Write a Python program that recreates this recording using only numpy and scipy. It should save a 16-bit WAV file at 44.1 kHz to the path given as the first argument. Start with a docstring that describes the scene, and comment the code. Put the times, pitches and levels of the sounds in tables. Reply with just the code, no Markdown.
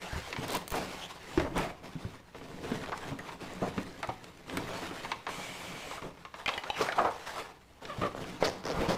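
"""A table in a small room, one microphone close to a cardboard display tray of carded toy cars.
The tray is worked out of its box, slid over the table and set down; the box is pushed aside.
Card rubs on card, and its edges stick and slip in squeaks, drags and judders. The loaded box sways,
struck flaps and panels ring, and the plastic blisters creak, tick and pop under the fingers.
The walls give a short echo over a faint hush."""
import sys
import numpy as np
from scipy import signal
from scipy.fft import rfft, irfft, next_fast_len
from scipy.io import wavfile
from scipy.ndimage import uniform_filter1d, map_coordinates

SR = 44100
rng = np.random.default_rng(int(sys.argv[2]) if len(sys.argv) > 2 else 0)


def digitize_waveform(pressure):
    """Quantize a signal to 16-bit integers and store it at the path in sys.argv[1].

    Rows of a 2-D input are taken as channels; values are limited to [-1, 1].
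    """
    field = np.atleast_2d(pressure).T
    bounded = np.clip(field, -1, 1)
    quanta = np.round(bounded * 32767).astype(np.int16)
    wavfile.write(sys.argv[1], SR, quanta)


N = 395611
TOP_HZ = 15600


def amp(db):
    """Gain of a level in dB."""
    return 10 ** (np.asarray(db) / 20)


def unit(x):
    """x at rms 1."""
    return x / np.sqrt(np.mean(x ** 2) + 1e-20)


def along(points, hz):
    """(Hz, value) points read on a log axis."""
    freqs, values = np.transpose(points)
    return np.interp(np.log(hz + 1), np.log(freqs), values)


def peak(hz, centre, width):
    """A resonance's bell, 1 at its centre."""
    return 1 / (1 + (2 * (hz - centre) / width) ** 2)


def wobble(rate, n):
    """A smooth random curve, rate knots a second."""
    return map_coordinates(rng.standard_normal(int(n * rate / SR) + 4), [np.arange(n) * rate / SR])


def add(track, start, x):
    """Mix x into the track at start seconds."""
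    i = max(round(start * SR), 0)
    track[i:i + len(x)] += x[:max(len(track) - i, 0)]


def colour(x, db_at, size=8192):
    """Causal filter whose gain in dB is a function of frequency."""
    cepstrum = irfft(np.log(amp(db_at(np.fft.rfftfreq(size, 1 / SR))) + 1e-6))
    cepstrum[1:size // 2] *= 2
    cepstrum[size // 2 + 1:] = 0
    impulse = irfft(np.exp(rfft(cepstrum)))[:size // 2]
    return signal.fftconvolve(x, impulse)[:len(x)]


# The box and table top, heard close. Each row: centre in Hz, width in Hz, gain in dB.
BOX_RESONANCES = [(187.7, 22, 5), (207, 12, -5), (268.5, 41, 4.5), (431, 45, 1.5), (667, 74, 2),
                  (820, 90, -0.5), (1110, 430, 0.5), (1545, 74, -2), (2140, 51, 1.5), (3600, 1300, 1),
                  (8800, 4200, -1)]
# The borders in Hz of the card's three registers: flexing panel, board, surface hiss.
REGISTER_EDGES_HZ = [90, 450, 1900, 15000]
def card(force, spectrum, register, rings=()):
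    """The card's answer in one register (0 panel, 1 board, 2 hiss), with extra (Hz, Q, dB) rings."""
    low, high = REGISTER_EDGES_HZ[register:register + 2]

    def gain_db(hz):
        box = sum(db * peak(hz, centre, width) for centre, width, db in BOX_RESONANCES)
        skirts = -10 * np.log10(1 + (low / (hz + 1)) ** 8 + (hz / high) ** 8 * (register < 2))
        flap = sum(db * peak(hz, centre, centre / q) for centre, q, db in rings)
        return along(spectrum, hz) + box + skirts + flap
    return colour(force, gain_db)


# Hands pushing card over card, close to the microphone. Each row: start in seconds, length in seconds,
# board level in dB, swell over the push in dB, panel and hiss in dB relative to the board.
PUSHES = [(0.0, 0.34, -47, -2.5, -5.5, 0.5), (0.371, 0.21, -45, 0.5, 1.5, -2),
          (0.705, 0.13, -42, 1.5, 0.5, -1.5), (0.872, 0.28, -47.5, -8, -5.5, 0.5),
          (1.127, 0.27, -52.5, 12, 2, 1.5), (1.367, 0.24, -49, 3, 7, -7.5),
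          (1.552, 0.17, -40, -19.5, -0.5, -9.5), (1.821, 0.33, -53, -3, 2.5, -1.5),
          (2.34, 0.29, -53.5, 7.5, 6, -2), (2.619, .16, -46, 4, 5, -2), (2.799, 0.3, -47, 5, -0.5, -4.5),
          (3.174, 0.15, -50.5, 4, 0.5, -4), (3.393, 0.43, -46.5, 1.5, 1.5, -3.5),
          (3.84, 0.6, -57, -8.5, 5.5, 0.5), (4.458, 0.26, -44, 6.5, 0.5, -4),
          (4.674, 0.4, -45, 0.5, -3.5, -1), (5.11, 0.14, -53.5, -6, -1, -2),
          (5.273, 0.68, -45.5, -1.5, -3, 1), (6.013, 0.044, -44, -1.5, 4, -8),
          (6.347, 0.17, -52.5, -10, -16, -5), (6.46, 0.3, -43, -5.5, -16, -8),
          (6.752, 0.13, -37.5, -2.5, -12, -5), (6.948, 0.18, -40.5, -4.5, -9.5, -7.5),
          (7.105, 0.13, -47.5, 5.5, -11, -3), (7.255, 0.023, -38.5, 0.5, -12, -1),
          (7.318, 0.084, -41.5, 9, -9.5, -6), (7.807, 0.28, -47.5, 2.5, -1, -4),
          (8.14, 0.21, -48.5, -1, 5, -1), (8.394, 0.23, -46, -14, 1, -5), (8.637, 0.32, -38.5, 6, -2, -9.5)]
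def pushing(attack_s=0.02, release_db_per_s=(168, 144, 172), hold_db=(-62.5, -62.5, -63.5)):
    """Gains of panel, board and hiss: each push takes hold, swells or eases, and dies to a light hold."""
    t = np.arange(0, N, SR // 500) / SR
    power = amp(hold_db)[:, None] ** 2 * np.ones(len(t))
    for start, length, db, swell_db, panel_db, hiss_db in PUSHES:
        age = t - start
        attack = np.clip(age / attack_s, 0, 1)
        shape_db = swell_db * (np.clip(age / length, 0, 1) - .5)
        shape_db = shape_db - np.outer(release_db_per_s, np.maximum(age - length, 0))
        power += (attack * amp(db + shape_db + [[panel_db], [0], [hiss_db]])) ** 2
    return [np.interp(np.arange(N) / SR, t, np.sqrt(p)) for p in power]


def travelling_friction(depth_db):
    """Noise of a moving contact, which brings out different resonances from moment to moment."""
    spectra = signal.stft(rng.standard_normal(N), nperseg=512)[2]
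    patches = uniform_filter1d(rng.standard_normal(spectra.shape), size=4, axis=0)
    patches = uniform_filter1d(patches, size=8, axis=1)
    return signal.istft(spectra * amp(depth_db * unit(patches)), nperseg=512)[1][:N]


def fibres(per_second, spread_db):
    """Fibres catch in tiny random snags of uneven size."""
    snags = rng.random(N) < per_second / SR
    size = np.minimum(rng.exponential(size=N), 4)
    sign = rng.choice([-1, 1], N)
    return unit(snags * sign * amp(spread_db * size))


# Sliding card, and the table shaking under the box. Each row: frequency in Hz, gain in dB.
SLIDE_SPECTRUM = [(70, -7), (177, 2), (212, -5.5), (248, -3), (348, -2.5), (686, -0.5), (920, 1),
                  (1480, -8.5), (2220, -15.5), (7520, -27), (15500, -40.5)]
RUMBLE_SPECTRUM = [(15, 4), (40, -3), (75, -3.5), (130, -8.5), (400, -57)]
def rubbing(gains, snag_db=-2, uneven_db=1.93, rumble_db=-10, trim_db=-1.75):
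    """Friction and snags drive the card under a wavering hand; on the smooth table the hiss evens out."""
    on_table = tray_on_table()
    force = travelling_friction(depth_db=3) + amp(snag_db) * fibres(per_second=500, spread_db=1)
    force *= amp(uneven_db * (1 - on_table / 2) * wobble(45, N))
    panel, board, hiss = [unit(card(force, SLIDE_SPECTRUM, register)) for register in range(3)]
    hiss = (1 - on_table) * hiss + on_table * tray_gliding(uneven_db / 2)
    rumble = unit(colour(rng.standard_normal(N), lambda hz: along(RUMBLE_SPECTRUM, hz)))
    rub = sum(gain * part for gain, part in zip(gains, [panel, board, hiss]))
    return amp(trim_db) * rub + amp(rumble_db) * gains[0] * rumble


def crinkling(rub_gain, count=220, centre_hz=2100, spread=0.448, cycles=7, size_db=4, level_db=1):
    """The cars' blisters creak and tap at random, louder as the card around them is rubbed harder."""
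    out, t = np.zeros(N), np.arange(SR // 25) / SR
    for when, pitch, size in rng.random((count, 3)):
        hz = centre_hz * np.exp(spread * np.log(pitch / (1 - pitch)) / 2)
        ring = np.sin(2 * np.pi * hz * t) * np.exp(-hz * t / cycles)
        gain = rub_gain[int(when * N)] * amp(level_db - size_db * np.log(size + 0.14))
        add(out, when * N / SR, gain * ring)
    return out


# Card edges squeaking. Each row: start in seconds, length in seconds, first and last pitch in Hz,
# level in dB, step per overtone in dB, waver as a share of the pitch.
SQUEAKS = [(0.053, 0.14, 1736, 1616, -47, -27, 0.094), (0.999, 0.08, 2950, 3450, -45, -11, 0.075),
           (2.919, 0.033, 1560, 1456, -37, -30, 0.16), (4.023, 0.038, 703, 623, -37, -7, 0.013),
           (6.729, 0.066, 3270, 2060, -43.5, -27, 0.12), (7.876, 0.072, 620, 542, -40, -3, 0.068),
           (8.005, 0.085, 666, 544, -33, -4.5, 0.063), (8.438, 0.023, 4840, 4160, -37.5, -31, 0.095)]
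def squeaking(flutter_db=2.5, ring_hz=1180, ring_width_hz=300, ring_db=8):
    """Quick, even slips make a rough gliding tone; the flap favours the overtone near its own ring."""
    out = np.zeros(N)
    for start, length, first_hz, last_hz, db, overtone_db, waver in SQUEAKS:
        n = int(length * SR)
        pitch = np.linspace(first_hz, last_hz, n) * (1 + waver * wobble(first_hz / 3, n))
        phase = 2 * np.pi * np.cumsum(pitch) / SR
        tone = np.zeros(n)
        for k in range(1, 7):
            harmonic_db = overtone_db * (k - 1) + ring_db * peak(k * pitch, ring_hz, ring_width_hz)
            tone += amp(harmonic_db) * np.sin(k * phase) * (k * pitch < TOP_HZ)
        tone *= amp(flutter_db * wobble(427, n))
        add(out, start, amp(db) * unit(tone) * signal.windows.tukey(n, .7))
    return out


# Soft bumps of the whole box. Each row: start in seconds, level in dB before the trim, pitch in Hz.
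BUMPS = [(0.13, -35.5, 70), (0.16, -34.5, 80), (0.385, -33, 141.5), (0.722, -38, 44), (1.379, -31, 70.6),
         (1.425, -35, 84), (1.573, -34, 39.2), (1.954, -34.5, 159), (2.05, -33, 109), (3.115, -36.5, 138),
         (3.622, -29.5, 192), (3.777, -32, 183), (4.086, -38, 116), (7.984, -34.5, 124), (8.02, -35, 105),
         (8.742, -40, 52), (8.789, -33, 43.5), (8.885, -28, 180)]
def bumping(t60=0.097, rise_s=0.0013, trim_db=6.5, panel_ratio=1.576, panel_db=-7):
    """The loaded box sways for a few cycles after a soft push, and a stiffer panel with it."""
    out, t = np.zeros(N), np.arange(SR // 3) / SR
    for start, db, hz in BUMPS:
        sway = np.sin(2 * np.pi * hz * t) + amp(panel_db) * np.sin(2 * np.pi * panel_ratio * hz * t)
        envelope = amp(db + trim_db - 60 * t / t60) * (1 - np.exp(-t / rise_s))
        add(out, start, envelope * sway)
    return out


# Struck card. 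Each row: frequency in Hz, gain in dB.
KNOCK_SPECTRUM = [(70, 5), (300, 5.5), (800, 1.5), (1400, 4), (2300, 1.5), (3600, -2.5), (6000, -12.5),
                  (9000, -28), (15500, -46)]
# The clack of any stiff edge. Each row: centre in Hz, Q, gain in dB.
EDGE_RINGS = [(2250, 19, 4), (3080, 3.2, -0.5)]
# Flaps and edges striking near the microphone. Each row: start in seconds, level in dB before the trims,
# hardness as relative hiss in dB, the flap's ring in Hz.
KNOCKS = [(0.326, -30.5, 2.5, 970), (0.362, -29, -3, 970), (0.738, -21, -23, 754), (1.374, -20, -15, 423),
          (1.396, -34, 6, 1640), (1.563, -26, -15, 600), (1.956, -45, -33, 303), (2.045, -37.5, -37, 376),
          (2.344, -34, -18, 467), (2.41, -38, -15, 300), (2.715, -26.5, -14, 420), (2.836, -33.5, -5, 1500),
          (2.918, -24, -16, 860), (3.117, -30, -35, 280), (3.189, -31.5, -11, 1820),
          (3.286, -30.5, -10, 950), (3.777, -26, -12, 274), (4.028, -24, -9.5, 865),
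          (4.088, -20.5, -24.5, 810), (4.569, -25.5, -4.5, 282), (4.82, -30.5, -25, 319),
          (4.908, -31.5, -14, 292), (5.046, -28.5, -8, 920), (5.115, -21, -5, 1010),
          (5.265, -23.5, -11.5, 1010), (5.288, -27.5, -16, 1110), (5.91, -29, -14, 1040),
          (5.974, -30.5, -14, 1170), (6.019, -33.5, -9, 1080), (6.171, -44, -8, 865),
          (6.249, -33, -7, 1070), (6.339, -32, -9, 1020), (6.476, -27.5, 0, 560),
          (6.488, -21.5, -2.5, 1040), (6.635, -31, -3.5, 815), (6.809, -23.5, -9, 1140),
          (6.886, -22, -9.5, 1680), (6.92, -27.5, -2, 1400), (6.986, -14.5, -22, 1110),
          (7.045, -19.5, -19, 990), (7.851, -54, 18.5, 397), (8.424, -17, -18, 490)]
def knocking(chatter_db=-14, crush_s=0.002215, t60=(.11, .07, .045), trim_db=(-11, -14, -13),
             ring_q=4.1, ring_db=11, soft_hz=1900, firm_db=-10, linger=0.11):
    """The edge crushes, pushes once and chatters to rest; the flap rings and the panels last longest."""
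    out, t = np.zeros(N), np.arange(SR // 7) / SR
    push = np.arange(len(t)) == round(crush_s * SR)
    for start, db, hiss_db, ring_hz in KNOCKS:
        panel_db = -12 * np.log2(ring_hz / 280)  # a smaller flap rings higher and moves the panels less
        chatter = amp(chatter_db) * rng.standard_normal(len(t)) * np.minimum(t / crush_s, 1) ** 2
        dulling = (soft_hz, 1.5, min(hiss_db - firm_db, 0))  # a soft contact misses the upper modes
        stretch = amp(-linger * hiss_db)  # and stays in touch longer
        rings = [(ring_hz, ring_q, ring_db), *EDGE_RINGS, dulling]
        for register, part_db in enumerate([panel_db, 0, hiss_db]):
            force = push + chatter * amp(-60 * t / (stretch * t60[register]))
            knock = card(force, KNOCK_SPECTRUM, register, rings)
            knock /= np.std(knock[:SR * 3 // 100])
            add(out, start, amp(db + part_db + trim_db[register]) * knock)
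    return out


def crumbling(jerks, decay_s):
    """The burst of friction noise that dies away after each jerk."""
    envelope = signal.lfilter([1], [1, -np.exp(-1 / (decay_s * SR))], jerks)
    return envelope * rng.standard_normal(len(jerks))


# Card catching on card, in drags and judders. Each row: frequency in Hz, gain in dB.
CATCH_SPECTRUM = [(70, -4), (173, -8), (207, -7), (284, -2.5), (364, -4), (478, 1), (1130, -5),
                  (1580, -10.5), (5010, -18.5), (15500, -33)]
# An edge dragging. Each row: start, length and time to the crest in seconds, slips a second,
# board level in dB, panel and hiss in dB relative to the board, ring and rasp in Hz.
DRAGS = [(0.479, 0.1, 0.08, 164, -37, -5, -6, 956, 3920),
         (0.74, 0.11, 0.0044, 190, -38.5, -7, -12, 745, 8800),
         (0.75, 0.034, .006, 470, -49, -6, 4, 760, 13500),
         (1.391, 0.089, 0.013, 118, -38, -2, -22, 640, 2360),
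         (1.56, 0.049, 0.021, 180, -38, -1, -5, 900, 2060),
         (1.598, 0.11, 0.021, 190, -40, -10, -7.5, 693, 2080),
         (3.616, 0.063, 0.006, 190, -37, 1, -26, 680, 910),
         (6.808, 0.043, 0.0033, 230, -35.5, -8.5, -4.5, 1140, 5140),
         (6.975, 0.069, 0.013, 280, -28, -15, -33, 704, 1340),
         (7.036, 0.07, 0.0074, 245, -31, -12.5, -30, 754, 1250),
         (8.013, 0.072, 0.004, 170, -38, 2, -12.5, 1170, 2920),
         (8.437, 0.032, 0.014, 470, -33, -5, -4, 570, 4800),
         (8.785, 0.081, 0.027, 196, -41.5, 6, -4.5, 500, 2170),
         (8.882, 0.07, 0.014, 210, -34.5, -4.5, -7, 516, 5080)]
def dragging(jitter=.12, size_db=5, crumble_s=0.0072, ring_q=6, ring_db=9, rasp_q=1.2, rasp_db=8,
             start_db=-6, end_db=-11):
    """Stick and slip: an uneven train of jerks, each followed by a short crumble of friction."""
    out = np.zeros(N)
    for start, length, crest, rate, db, panel_db, hiss_db, ring_hz, rasp_hz in DRAGS:
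        n = int(length * SR)
        timing, sizes = rng.standard_normal((64, 2)).T
        gaps = np.exp(jitter * timing[1:])
        at = (np.r_[0, np.cumsum(gaps)] * SR / rate).astype(int)
        jerks = np.zeros(n)
        jerks[at[at < n]] = amp(size_db * np.tanh(sizes[at < n]))  # the grip limits a jerk's size
        pressure_db = np.interp(np.arange(n) / SR, [0, crest, length], [start_db, 0, end_db])
        grit = amp(-21 - 1.22 * hiss_db) * crumbling(jerks, crumble_s)  # a duller drag crumbles more
        force = np.pad(amp(pressure_db) * (jerks + grit), (0, SR // 20))
        rings = [(ring_hz, ring_q, ring_db), (rasp_hz, rasp_q, rasp_db)]
        for register, part_db in enumerate([panel_db, 0, hiss_db]):
            drag = card(force, CATCH_SPECTRUM, register, rings)
            add(out, start, amp(db + part_db) * drag / np.std(drag[:n]))
    return out


# A tick, bright at this distance. 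Each row: frequency in Hz, gain in dB.
TICK_SPECTRUM = [(500, -10.5), (2000, -5), (5000, -11), (7800, -6), (8900, -4.5), (10500, -10.5),
                 (16000, -5.5)]
# The packaging ticking. Each row: start in seconds, peak in dB before the trim, treble cutoff in Hz.
TICKS = [(0.4818, -16.5, 15000), (0.505, -12, 8950), (0.5184, -18, 15000), (0.5247, -16, 15000),
         (0.533, -12, 15000), (0.55, -11, 15000), (0.555, -16, 15000), (0.5701, -12, 15000),
         (0.679, -9.5, 16000), (0.7046, -13, 16000), (0.719, -15.5, 15000), (1.399, -21, 7000),
         (1.5793, -12.5, 11000), (2.8157, -23, 3000), (2.8605, -20, 3500), (2.977, -22.5, 6500),
         (3.0393, -24, 3000), (3.189, -22.5, 7900), (3.2688, -30, 3000), (3.3228, -26, 3780),
         (3.535, -29, 9000), (3.831, -28, 7000), (4.029, -26, 7700), (4.073, -26, 8000),
         (4.2425, -26, 5000), (4.374, -30, 6000), (4.497, -18, 3450), (4.5715, -16.5, 12000)]
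def ticking(t60=0.016, buzz_db=-10, trim_db=-10):
    """The packaging gives tiny dry snaps, gone in a few milliseconds."""
    out, t = np.zeros(N), np.arange(SR // 40) / SR
    for start, db, cutoff_hz in TICKS:
        snap = (t == 0) + amp(buzz_db - 60 * t / t60) * rng.standard_normal(len(t))
        tick = colour(snap, lambda hz: along(TICK_SPECTRUM, hz) - 10 * np.log10(1 + (hz / cutoff_hz) ** 6))
        add(out, start, amp(db + trim_db) * tick / np.abs(tick).max())
    return out


# Hollow notes from the panels. Each row: start in seconds, peak in dB, pitch in Hz, t60 in seconds.
THOCKS = [(1.3755, -16, 337, 0.056), (2.716, -26.5, 237, 0.099), (6.809, -20.5, 438, 0.063),
          (6.887, -23.5, 698, 0.03), (8.4258, -13, 520, 0.0089)]
def thocking(rise_s=0.00065):
    """A stiff panel, struck squarely, swings for a few clean cycles and stops."""
    out, t = np.zeros(N), np.arange(SR // 8) / SR
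    for start, db, hz, t60 in THOCKS:
        note = np.sin(2 * np.pi * hz * t) * amp(-60 * t / t60) * (1 - np.exp(-t / rise_s))
        add(out, start, amp(db) * note / np.abs(note).max())
    return out


# An edge juddering. Each row: start in seconds, length in seconds, first and last slips a second,
# board level in dB, hiss in dB relative to the board, ring and rasp in Hz.
JUDDERS = [(2.872, 0.032, 140, 112, -44.5, -7, 1510, 3280), (8.148, 0.094, 62, 88, -46, -23, 1120, 3300),
           (8.464, 0.034, 200, 95, -35.5, -6, 600, 6000), (8.6398, 0.083, 62, 160, -37.5, -7.5, 486, 5360)]
def juddering(jitter=0.03, size_db=2.5, grit_db=-4, slip_s=0.0018, panel_db=-4,
              ring_q=2.3, ring_db=6, rasp_q=2.8, rasp_db=12, worn_hz=13000, worn_db=-7):
    """An edge lets go in clean slips that steadily quicken or slow; each is one short bright rasp."""
    out = np.zeros(N)
    worn = (worn_hz, 1, worn_db)  # a worn edge lacks the highest treble
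    for start, length, first_rate, last_rate, db, hiss_db, ring_hz, rasp_hz in JUDDERS:
        n = int(length * SR)
        timing, sizes = rng.standard_normal((32, 2)).T
        slips_so_far = np.cumsum(np.linspace(first_rate, last_rate, n)) / SR
        at = np.searchsorted(slips_so_far, np.arange(32) + jitter * timing)
        jerks = np.zeros(n + SR // 20)
        jerks[at[at < n]] = amp(size_db * sizes[at < n])
        force = jerks + amp(grit_db) * crumbling(jerks, slip_s)
        rings = [(ring_hz, ring_q, ring_db), (rasp_hz, rasp_q, rasp_db), worn]
        for register, part_db in enumerate([panel_db, 0, hiss_db]):
            judder = card(force, CATCH_SPECTRUM, register, rings)
            add(out, start, amp(db + part_db) * judder / np.std(judder[:n]))
    return out


def tray_on_table(start_s=5.27, end_s=6.1):
    """1 while the tray slides on the bare table, fading quickly to 0 on either side."""
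    t = np.arange(N) / SR
    return uniform_filter1d(1. * ((t > start_s) & (t < end_s)), size=SR // 50)


# The tray's floor singing on the bare table. Each row: centre in Hz, Q, gain in dB.
TRAY_RINGS = [(2280, 8.7, 8.5), (3000, 5, 4), (7900, 2.8, 4), (13500, 2.3, 3)]
def tray_gliding(uneven_db):
    """The smooth table draws an even hiss from the tray's floor."""
    force = travelling_friction(depth_db=1.6) * amp(uneven_db * wobble(18, N))
    return unit(card(force, SLIDE_SPECTRUM, register=2, rings=TRAY_RINGS))


# A plastic blister's modes. Each row: multiple of the shell pitch, level in dB, t60 in seconds.
SHELL_MODES = [(0.87, -1, 0.028), (1, 1, 0.02), (1.09, -1, 0.015), (1.26, -6.5, 0.024), (1.9, -15.5, 0.029)]
# Blisters popping under the fingers, close up. Each row: start in seconds, peak in dB,
# shell pitch and hollow pitch in Hz, hollow note in dB relative to the shell.
POPS = [(6.4601, -18.5, 2420, 613, -19), (6.4817, -16, 2516, 804, -4), (6.5385, -26, 3000, 800, -12),
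        (6.578, -22.5, 2310, 780, -15), (6.7014, -16.5, 3050, 840, 2)]
def popping(hollow_t60=0.043, buckle_db=-17, buckle_t60=0.024):
    """A thin blister buckles: its shell clacks and the air inside gives a short hollow note."""
    out, t = np.zeros(N), np.arange(SR // 12) / SR
    for start, db, shell_hz, hollow_hz, hollow_db in POPS:
        force = (t == 0) + amp(buckle_db - 60 * t / buckle_t60) * rng.standard_normal(len(t))
        modes = sum(amp(mode_db - 60 * t / t60) * np.sin(2 * np.pi * shell_hz * ratio * t)
                    for ratio, mode_db, t60 in SHELL_MODES)
        clack = signal.fftconvolve(force, modes)[:len(t)]
        hollow = amp(-60 * t / hollow_t60) * np.sin(2 * np.pi * hollow_hz * t)
        pop = unit(clack) + amp(hollow_db) * unit(hollow)
        add(out, start, amp(db) * pop / np.abs(pop).max())
    return out


# The small room around the table. Each row: frequency in Hz, t60 in seconds.
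ROOM_DECAY = [(150, 0.56), (1000, 0.36), (4000, 0.47), (12000, 0.25)]
def room_echo(sound):
    """The walls' short answer, duller as it dies."""
    hz, t, spectra = signal.stft(rng.standard_normal(SR // 2), SR, nperseg=256)
    decay = amp(-60 * t / along(ROOM_DECAY, hz)[:, None])
    tail = signal.istft(spectra * decay, SR, nperseg=256)[1]
    delayed_tail = np.pad(tail / np.linalg.norm(tail), (SR // 150, 0))
    return signal.fftconvolve(sound, delayed_tail)[:N]


# Room tone at the microphone. Each row: frequency in Hz, gain in dB.
HUSH_SPECTRUM = [(25, -5), (70, 7.5), (200, -5), (600, -12), (1500, -25), (4000, -28), (15500, -30)]
def scene(echo_db=-12, hush_db=-63):
    """At the one microphone: the close handling, its echo and the room's faint hush."""
    gains = pushing()
    friction = rubbing(gains) + crinkling(gains[2] * (1 - tray_on_table()))
    slips = dragging() + juddering() + squeaking()
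    impacts = knocking() + thocking() + popping() + ticking() + bumping()
    handling = friction + slips + impacts
    hush = unit(colour(rng.standard_normal(N), lambda hz: along(HUSH_SPECTRUM, hz)))
    return (handling + amp(echo_db) * room_echo(handling) + amp(hush_db) * hush)[None]


def record(dry):
    """The camera's microphone channel passes nothing above TOP_HZ."""
    size = next_fast_len(N + SR // 2)
    passband = np.fft.rfftfreq(size, 1 / SR) < TOP_HZ
    return irfft(rfft(dry, size) * passband, size)[:, :N]


dry = scene()
out = record(dry)
digitize_waveform(out)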